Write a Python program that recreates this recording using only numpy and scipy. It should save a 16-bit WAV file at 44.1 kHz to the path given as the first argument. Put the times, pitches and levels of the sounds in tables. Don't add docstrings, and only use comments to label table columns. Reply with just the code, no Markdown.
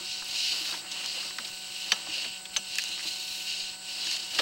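import sys
import numpy as np
from scipy import signal
from scipy.fft import rfft, irfft
from scipy.io import wavfile

SR = 44100
rng = np.random.default_rng(int(sys.argv[2]) if len(sys.argv) > 2 else 0)


def attenuation_scalar(level_db):
    decades = np.asarray(level_db, float) / 20
    return 10 ** decades


def dump(signal):
    limited = np.clip(np.atleast_2d(signal).T, -1, 1)
    pcm = np.round(limited * 32767).astype(np.int16)
    wavfile.write(sys.argv[1], SR, pcm)


N = 194481
TIME = np.arange(N) / SR


def rms_one(x):
    return x / np.sqrt(np.mean(x ** 2) + 1e-20)


def drift(rate):
    r = np.exp(-2 * np.pi * rate / SR)
    wander = signal.lfilter([1], [1, -2 * r, r * r], rng.standard_normal(N + SR))
    return rms_one(wander[SR:])


def coloured(x, spectrum):
    hz, level_db = np.transpose(spectrum)
    bins_hz = np.arange(N // 2 + 1) * SR / N
    gain = attenuation_scalar(np.interp(np.log(bins_hz + 1), np.log(hz), level_db))
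    return rms_one(irfft(rfft(x) * gain, N))


def resonant(x, peaks, wander_db):
    out = 0
    for hz, width_hz, level_db in peaks:
        r = np.exp(-np.pi * 1.55 * width_hz / SR)
        b = (1 - r * r) / 2 * np.array([1, 0, -1])
        a = [1, -2 * r * np.cos(2 * np.pi * hz / SR), r * r]
        twice = signal.lfilter(b, a, signal.lfilter(b, a, x))
        out = out + attenuation_scalar(level_db + wander_db * drift(7.7)) * twice
    return rms_one(out)


def ring(strike, hz, t60):
    r, w = attenuation_scalar(-60 / (t60 * SR)), 2 * np.pi * hz / SR
    return signal.lfilter([0, np.sin(w)], [1, -2 * r * np.cos(w), r * r], strike + 1e-18)


def clicks(times, level_db):
    out = np.zeros(N)
    places = np.round(np.asarray(times) * SR).astype(int)
    np.add.at(out, np.clip(places, 0, N - 1), attenuation_scalar(np.asarray(level_db)))
    return out


def bandpass(x, low_hz, high_hz, order):
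    return signal.sosfilt(signal.butter(order, [low_hz, high_hz], "band", fs=SR, output="sos"), x)


def friction(per_s, spread_db, share):
    sizes = attenuation_scalar(spread_db * np.minimum(rng.exponential(1, N), 3.0)) * rng.choice([-1, 1], N)
    smooth = rng.standard_normal(N)
    grains = sizes * (rng.random(N) < per_s / SR)
    return smooth + share * rms_one(grains)


def swells(s, length, level_db, rest_db):
    phase = np.clip((TIME[:, None] - s) / length, -.5, .5)
    power = np.cos(np.pi * phase) ** 2
    return 10 * np.log10(power @ attenuation_scalar(2 * level_db) + attenuation_scalar(2 * rest_db))


# f/Hz, level/dB per Hz
BOX_HISS = [(15, -29), (40, -21), (120, -12), (250, -15), (330, -7.5), (450, -17.5), (1100, -19),
            (2100, -18.5), (2770, -11), (3340, -13), (4400, 2), (6500, -15.5), (9000, -75), (12000, -49),
            (16000, -12.5)]
# f/Hz, width/Hz, level/dB
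JET = [(7500, 650, 8.5), (7727, 147, 11.5), (8130, 160, 10.5), (7950, 160, 14)]
# multiple of the fan pitch, level/dB rms
FAN = [(1, -64.5), (2, -70.5), (3, -67.5), (4, -60), (5, -65.5), (8, -60)]
# t/s of the first, level/dB
RETRACE = [
    (.0144, -32),
    (.0152, -33),
    (.0164, -37),
]


def control_box():
    fan_hz, rotor_hz, scan_hz, field_hz = 187.17, 45, 15734.54, 59.94
    hiss = attenuation_scalar(-47) * coloured(rng.standard_normal(N), BOX_HISS)
    jet = attenuation_scalar(-48) * resonant(rng.standard_normal(N), JET, wander_db=-0.1)
    fan = 0
    for k, db in FAN:
        fan = fan + np.sqrt(2) * attenuation_scalar(db) * np.sin(2 * np.pi * (round(k) * fan_hz * TIME + rng.random()))
    rotor = np.sqrt(2) * attenuation_scalar(-78) * np.sin(2 * np.pi * rotor_hz * TIME)

    beats_per_s, first_beat_s, beat_s = 4.98, .1005, .0018
    lag = (((TIME - first_beat_s) * beats_per_s + .5) % 1 - .5) / beats_per_s
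    either_way = rng.choice([-1, 1], 30)[(TIME * beats_per_s).astype(int)]
    pulse = lag / beat_s * np.exp(-.5 * (lag / beat_s) ** 2)
    beat = either_way * attenuation_scalar(-54 + 1.4 * drift(3.8)) * pulse

    edges = sum(clicks(np.arange(s, N / SR, 1 / field_hz), db) for s, db in RETRACE)
    ticks = bandpass(edges * attenuation_scalar(2.0 * drift(3)), 12000, 17000, order=2)
    whistle = np.sqrt(2) * attenuation_scalar(-57.5) * np.cos(2 * np.pi * scan_hz * TIME)
    return hiss + jet + fan + rotor + beat + whistle + ticks


# f/Hz, level/dB per Hz
RUMBLE = [(60, -65), (140, -1.5), (220, -10.5), (330, 3.5), (420, -7.5), (560, 0), (750, 1), (1000, 1),
          (1600, -0.5), (2200, 3), (3000, -20)]
# middle t/s, length/s, level/dB
LURCHES = [(0.0, 0.17, -51), (0.332, .25, -54.5), (0.561, 0.14, -46), (0.718, 0.24, -47.5),
           (0.996, 0.47, -50.5), (1.22, .22, -47.5), (1.446, 0.31, -54.5), (1.94, 0.25, -49.5),
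           (2.096, 0.25, -52), (2.244, 0.14, -50.5), (2.896, 0.15, -53), (3.04, .14, -55.5),
           (3.422, 0.32, -62), (4.105, 0.43, -52.5), (4.42, 0.32, -47.5)]
# t/s, peak level/dB, f/Hz
BUMPS = [(0.009, -45.5, 357), (0.611, -47, 311), (0.746, -49, 304), (1.396, -49, 228), (1.926, -45.5, 205),
         (2.087, -42.5, 318), (2.262, -49.5, 234), (2.591, -47, 195), (2.895, -51.5, 328),
         (3.053, -45.5, 324), (3.058, -52, 207), (4.066, -48.5, 329), (4.391, -37, 319), (4.394, -34, 427)]
# t/s, level/dB
SWAYS = [
    (0.23, -56),
    (1.54, -59),
    (2.57, -55),
    (3.64, -56),
]


def reel():
    turning_db = swells(*np.transpose(LURCHES), rest_db=-58.5)
    rumble = attenuation_scalar(turning_db + 1.5 * drift(25)) * coloured(friction(400, 5.5, share=0.26), RUMBLE)
    soft = signal.butter(2, 500, fs=SR)
    bumps = sum(ring(signal.lfilter(*soft, clicks([s], [db + 1.0])), hz, 0.15) for s, db, hz in BUMPS)
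    sways = sum(attenuation_scalar(db) * np.exp(-((TIME - s) / 0.011) ** 2) for s, db in SWAYS)
    return rumble + bumps + sways


# t/s, level/dB of the low, middle and high modes
BLOWS = [
    (1.920, -26.5, -21, -18),
    (2.567, -38, -29.5, -16),
    (4.39, -18, -36, -29),
]
# f/Hz, level/dB, t60/s
CAGE = [
    [(1300, -6, 0.087), (1710, -2, 0.078), (1870, 6, 0.02)],
    [(3090, 7.5, 0.047), (3960, -14.5, 0.29), (5850, 0, 0.09)],
    [(6220, -1, 0.04), (7450, -8, 0.032)],
]


def cage():
    s, *strength_db = np.transpose(BLOWS)
    out = 0
    for group, blow_db in zip(CAGE, strength_db):
        rattle = signal.lfilter([1], [1, -.985], clicks(s, blow_db - 19.5)) * rng.standard_normal(N)
        out = out + sum(attenuation_scalar(db) * ring(rattle, hz, t60) for hz, db, t60 in group)
    return signal.sosfilt(signal.butter(2, 900, "high", fs=SR, output="sos"), out)


# t/s, peak level/dB, dulled above f/Hz
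TICKS = [(0.2453, -29, 11000), (0.2718, -37, 9000), (0.2838, -30, 14000), (1.061, -27, 12000),
         (1.699, -38, 12000), (1.9187, -37, 9000), (2.5633, -41, 7940), (2.7420, -29, 8950),
         (2.7560, -19.5, 7500), (2.7841, -18, 11000), (2.7928, -28, 13300), (2.8208, -23, 6970),
         (2.8245, -32, 8920), (2.8389, -19, 7500), (2.891, -28, 9900), (3.0275, -39, 9930),
         (4.1116, -34, 11000), (4.129, -25, 12960), (4.164, -25, 9000), (4.2474, -32, 9000),
         (4.2662, -34, 8050)]


def grit():
    out, t = np.zeros(N + SR), TIME[:SR // 100]
    for s, peak_db, dull_hz in TICKS:
        snap = rng.standard_normal(len(t)) * attenuation_scalar(-60 * t / 0.0048)
        snap = bandpass(snap, 4800, dull_hz, order=1)
        snap = signal.lfilter(*signal.butter(1, dull_hz, fs=SR), snap)
        out[round(s * SR):][:len(t)] += attenuation_scalar(peak_db) * snap / np.abs(snap).max()
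    return out[:N]


def burst(noise, hz, octaves, t60):
    t = TIME[:len(noise)]
    low_hz, high_hz = hz * 2 ** (octaves * np.array([-.5, .5]))
    contact = 0.11 / t60 * (t == 0)
    out = bandpass((noise + contact) * attenuation_scalar(-60 * t / max(t60, .005)), low_hz, high_hz, order=2)
    out = signal.sosfilt(signal.butter(2, 0.57 * low_hz, "high", fs=SR, output="sos"), out)
    out = signal.sosfilt(signal.butter(2, 2.7 * high_hz, fs=SR, output="sos"), out)
    return out / np.abs(out).max()


# t/s, peak level/dB, f/Hz, t60/s
CRACKS = [(0.102, -37, 4200, .03), (0.654, -30, 3750, .043), (0.745, -33, 3000, 0.13),
          (0.915, -26, 4270, .06), (0.919, -27, 4400, 0.046), (1.0605, -17.5, 4200, 0.017),
          (1.307, -34, 2940, .03), (1.3852, -18.5, 3460, 0.027), (1.446, -27, 3630, .14),
          (1.47, -33, 5200, 0.17), (2.102, -35, 2950, .03), (2.245, -25.5, 2970, 0.061),
          (2.454, -29.5, 3040, .05), (2.756, -21, 5200, .022), (2.785, -10.5, 4400, 0.011),
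          (2.7935, -21, 3600, .01), (2.977, -26.5, 3050, 0.024), (2.993, -27, 2590, .05),
          (3.336, -44, 2890, 0.023), (4.070, -23, 4390, .037), (4.112, -21, 4900, 0.028),
          (4.166, -25, 4040, .03), (4.348, -21.5, 4020, 0.057)]
# t/s, peak level/dB, f/Hz
THUDS = [(0.222, -34.5, 1220), (0.56, -43, 686), (0.654, -33, 1890), (0.726, -31.5, 1410),
         (0.737, -33, 1600), (0.74, -38, 830), (1.0605, -45, 1114), (1.17, -39, 604), (1.229, -36, 1428),
         (1.24, -48, 600), (1.307, -36, 1300), (1.3852, -24.5, 1460), (1.398, -45, 596), (2.069, -37, 870),
         (2.17, -43, 577), (2.245, -32.5, 1700), (2.25, -44.5, 565), (2.756, -41, 1400),
         (2.7855, -14.5, 2390), (2.7935, -23, 2334), (2.977, -42, 1100), (2.993, -37.5, 1710),
         (3.007, -31, 2100), (3.05, -43, 713.6), (4.070, -36, 1504), (4.112, -33, 2016),
         (4.166, -31.5, 2100)]
# t/s, peak level/dB, spacing/s, loss per contact/dB
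SLAMS = [
    (1.919, -7.5, .003, 9),
    (2.5636, -11, .004, 10),
    (4.3875, -12, 0.0052, 1),
]


def knocks():
    bright, dull = list(CRACKS), list(THUDS)
    for s, db, gap, loss_db in SLAMS:
        for k in range(3):
            at_s, contact_db = s + k * gap, db - k * loss_db
            bright.append((at_s, contact_db, 3420, 0.033))
            dull.append((at_s, contact_db - 11.5, 1890 / 2 ** (k * 0.86)))
    hits = [(s, db, hz, t60, 0.95) for s, db, hz, t60 in bright]
    hits += [(s, db, hz, 50 / hz, 0.82) for s, db, hz in dull]
    out, length = np.zeros(N + SR), SR // 8
    for s, db, hz, t60, octaves in hits:
        out[round(s * SR):][:length] += attenuation_scalar(db) * burst(rng.standard_normal(length), hz, octaves, t60)
    return out[:N]


# middle t/s, length/s,
# upper ring level/dB, lower ring level/dB and rustle level/dB relative to the upper
PUSHES = [(0.117, 0.36, -37, -4.3, -21), (0.315, 0.22, -36.5, -5.5, -15.5), (0.452, 0.29, -31, -4.5, -20.3),
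          (0.64, 0.41, -34.5, -4.5, -13.5), (0.996, 0.34, -39.5, -0.6, -28), (1.17, 0.38, -37, -3.5, -18.5),
          (1.479, 0.83, -43.5, -2.8, -13), (1.818, 0.32, -40, -2.2, -14.5), (1.978, 0.56, -42.5, -0.7, -19),
          (2.177, 0.26, -35.5, -1.2, -28), (2.298, 0.27, -44, 1.6, -27), (2.564, 0.11, -45.5, 2, -8),
          (2.781, 0.47, -40, -2.3, -15.5), (2.906, 0.35, -37.5, -4.5, -22.5), (3.08, 0.21, -34, -6.5, -17),
          (3.208, 0.25, -39, -6, -15), (3.354, 0.39, -38, -5, -10), (3.513, 0.13, -38, -0.5, -19.8),
          (3.603, 0.38, -37.5, -4, -27), (3.94, 0.3, -39, -3, -16), (4.087, 0.21, -33.5, -4.5, -22.5),
          (4.193, 0.25, -39, -3.5, -18), (4.47, 0.44, -32.5, -4.5, -15)]


def feed():
    s, length, upper_db, lower_db, rustle_db = np.transpose(PUSHES)
    upper = swells(s, length, upper_db, rest_db=-62)
    lower = swells(s, length, upper_db + lower_db + 0.93, rest_db=-55)
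    rustle = swells(s, length, upper_db + rustle_db - 3, rest_db=-70)
    return upper, lower, rustle


def sliding_ring(press_db):
    slack_hz, sink_hz_per_db, wander_hz, width_hz = 4523, 23, 109.7, 130
    slow = signal.lfilter(*signal.butter(2, width_hz / 2, fs=SR), rng.standard_normal((2, N)))
    hz = slack_hz - sink_hz_per_db * np.maximum(press_db + 46.5, 0) + wander_hz * drift(5.0)
    turn = 2 * np.pi * np.cumsum(hz) / SR
    return rms_one(slow[0] * np.cos(turn) + slow[1] * np.sin(turn))


# f/Hz, width/Hz, level/dB
UPPER_RING = [(3540, 1400, -8), (3842, 128, 0), (4090, 280, 2), (4569, 650, 3), (5200, 620, -3),
              (5666, 380, -15), (6110, 1000, -9.5), (6860, 1200, -24.5)]
# f/Hz, width/Hz, level/dB
LOWER_RING = [(2100, 2300, -8.5), (2793, 470, 7), (2848, 325, 8)]
# f/Hz, level/dB per Hz
RUSTLE = [(5000, -42), (8500, -5), (9700, 3), (11000, -0.5), (13000, 0), (15500, 0), (17000, -8)]


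def cable():
    upper_db, lower_db, rustle_db = feed()
    flutter_db = 0.47 * drift(4.1) + 0.97 * drift(55)
    upper = resonant(friction(1500, 3.1, share=0.36), UPPER_RING, wander_db=1.78)
    upper = upper + attenuation_scalar(-8) * sliding_ring(upper_db)
    lower = resonant(friction(1700, 2.4, share=0.52), LOWER_RING, wander_db=0.6)
    rustle = attenuation_scalar(rustle_db + 0.55 * flutter_db) * coloured(friction(600, 4.5, share=0.33), RUSTLE)
    return attenuation_scalar(flutter_db) * (attenuation_scalar(upper_db - 0.22) * upper + attenuation_scalar(lower_db) * lower) + rustle


def scene():
    return (cable() + reel() + knocks() + cage() + grit() + control_box())[None]


def low_pass(x):
    return signal.sosfilt(signal.butter(12, 15745, fs=SR, output="sos"), x)


def record(dry):
    ceiling = .5
    rounded = ceiling * np.tanh(dry / ceiling)
    filtered = signal.sosfiltfilt(signal.cheby2(12, 30, 16200, fs=SR, output="sos"), rounded)
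    return low_pass(filtered)


dry = scene()
out = record(dry)
dump(out)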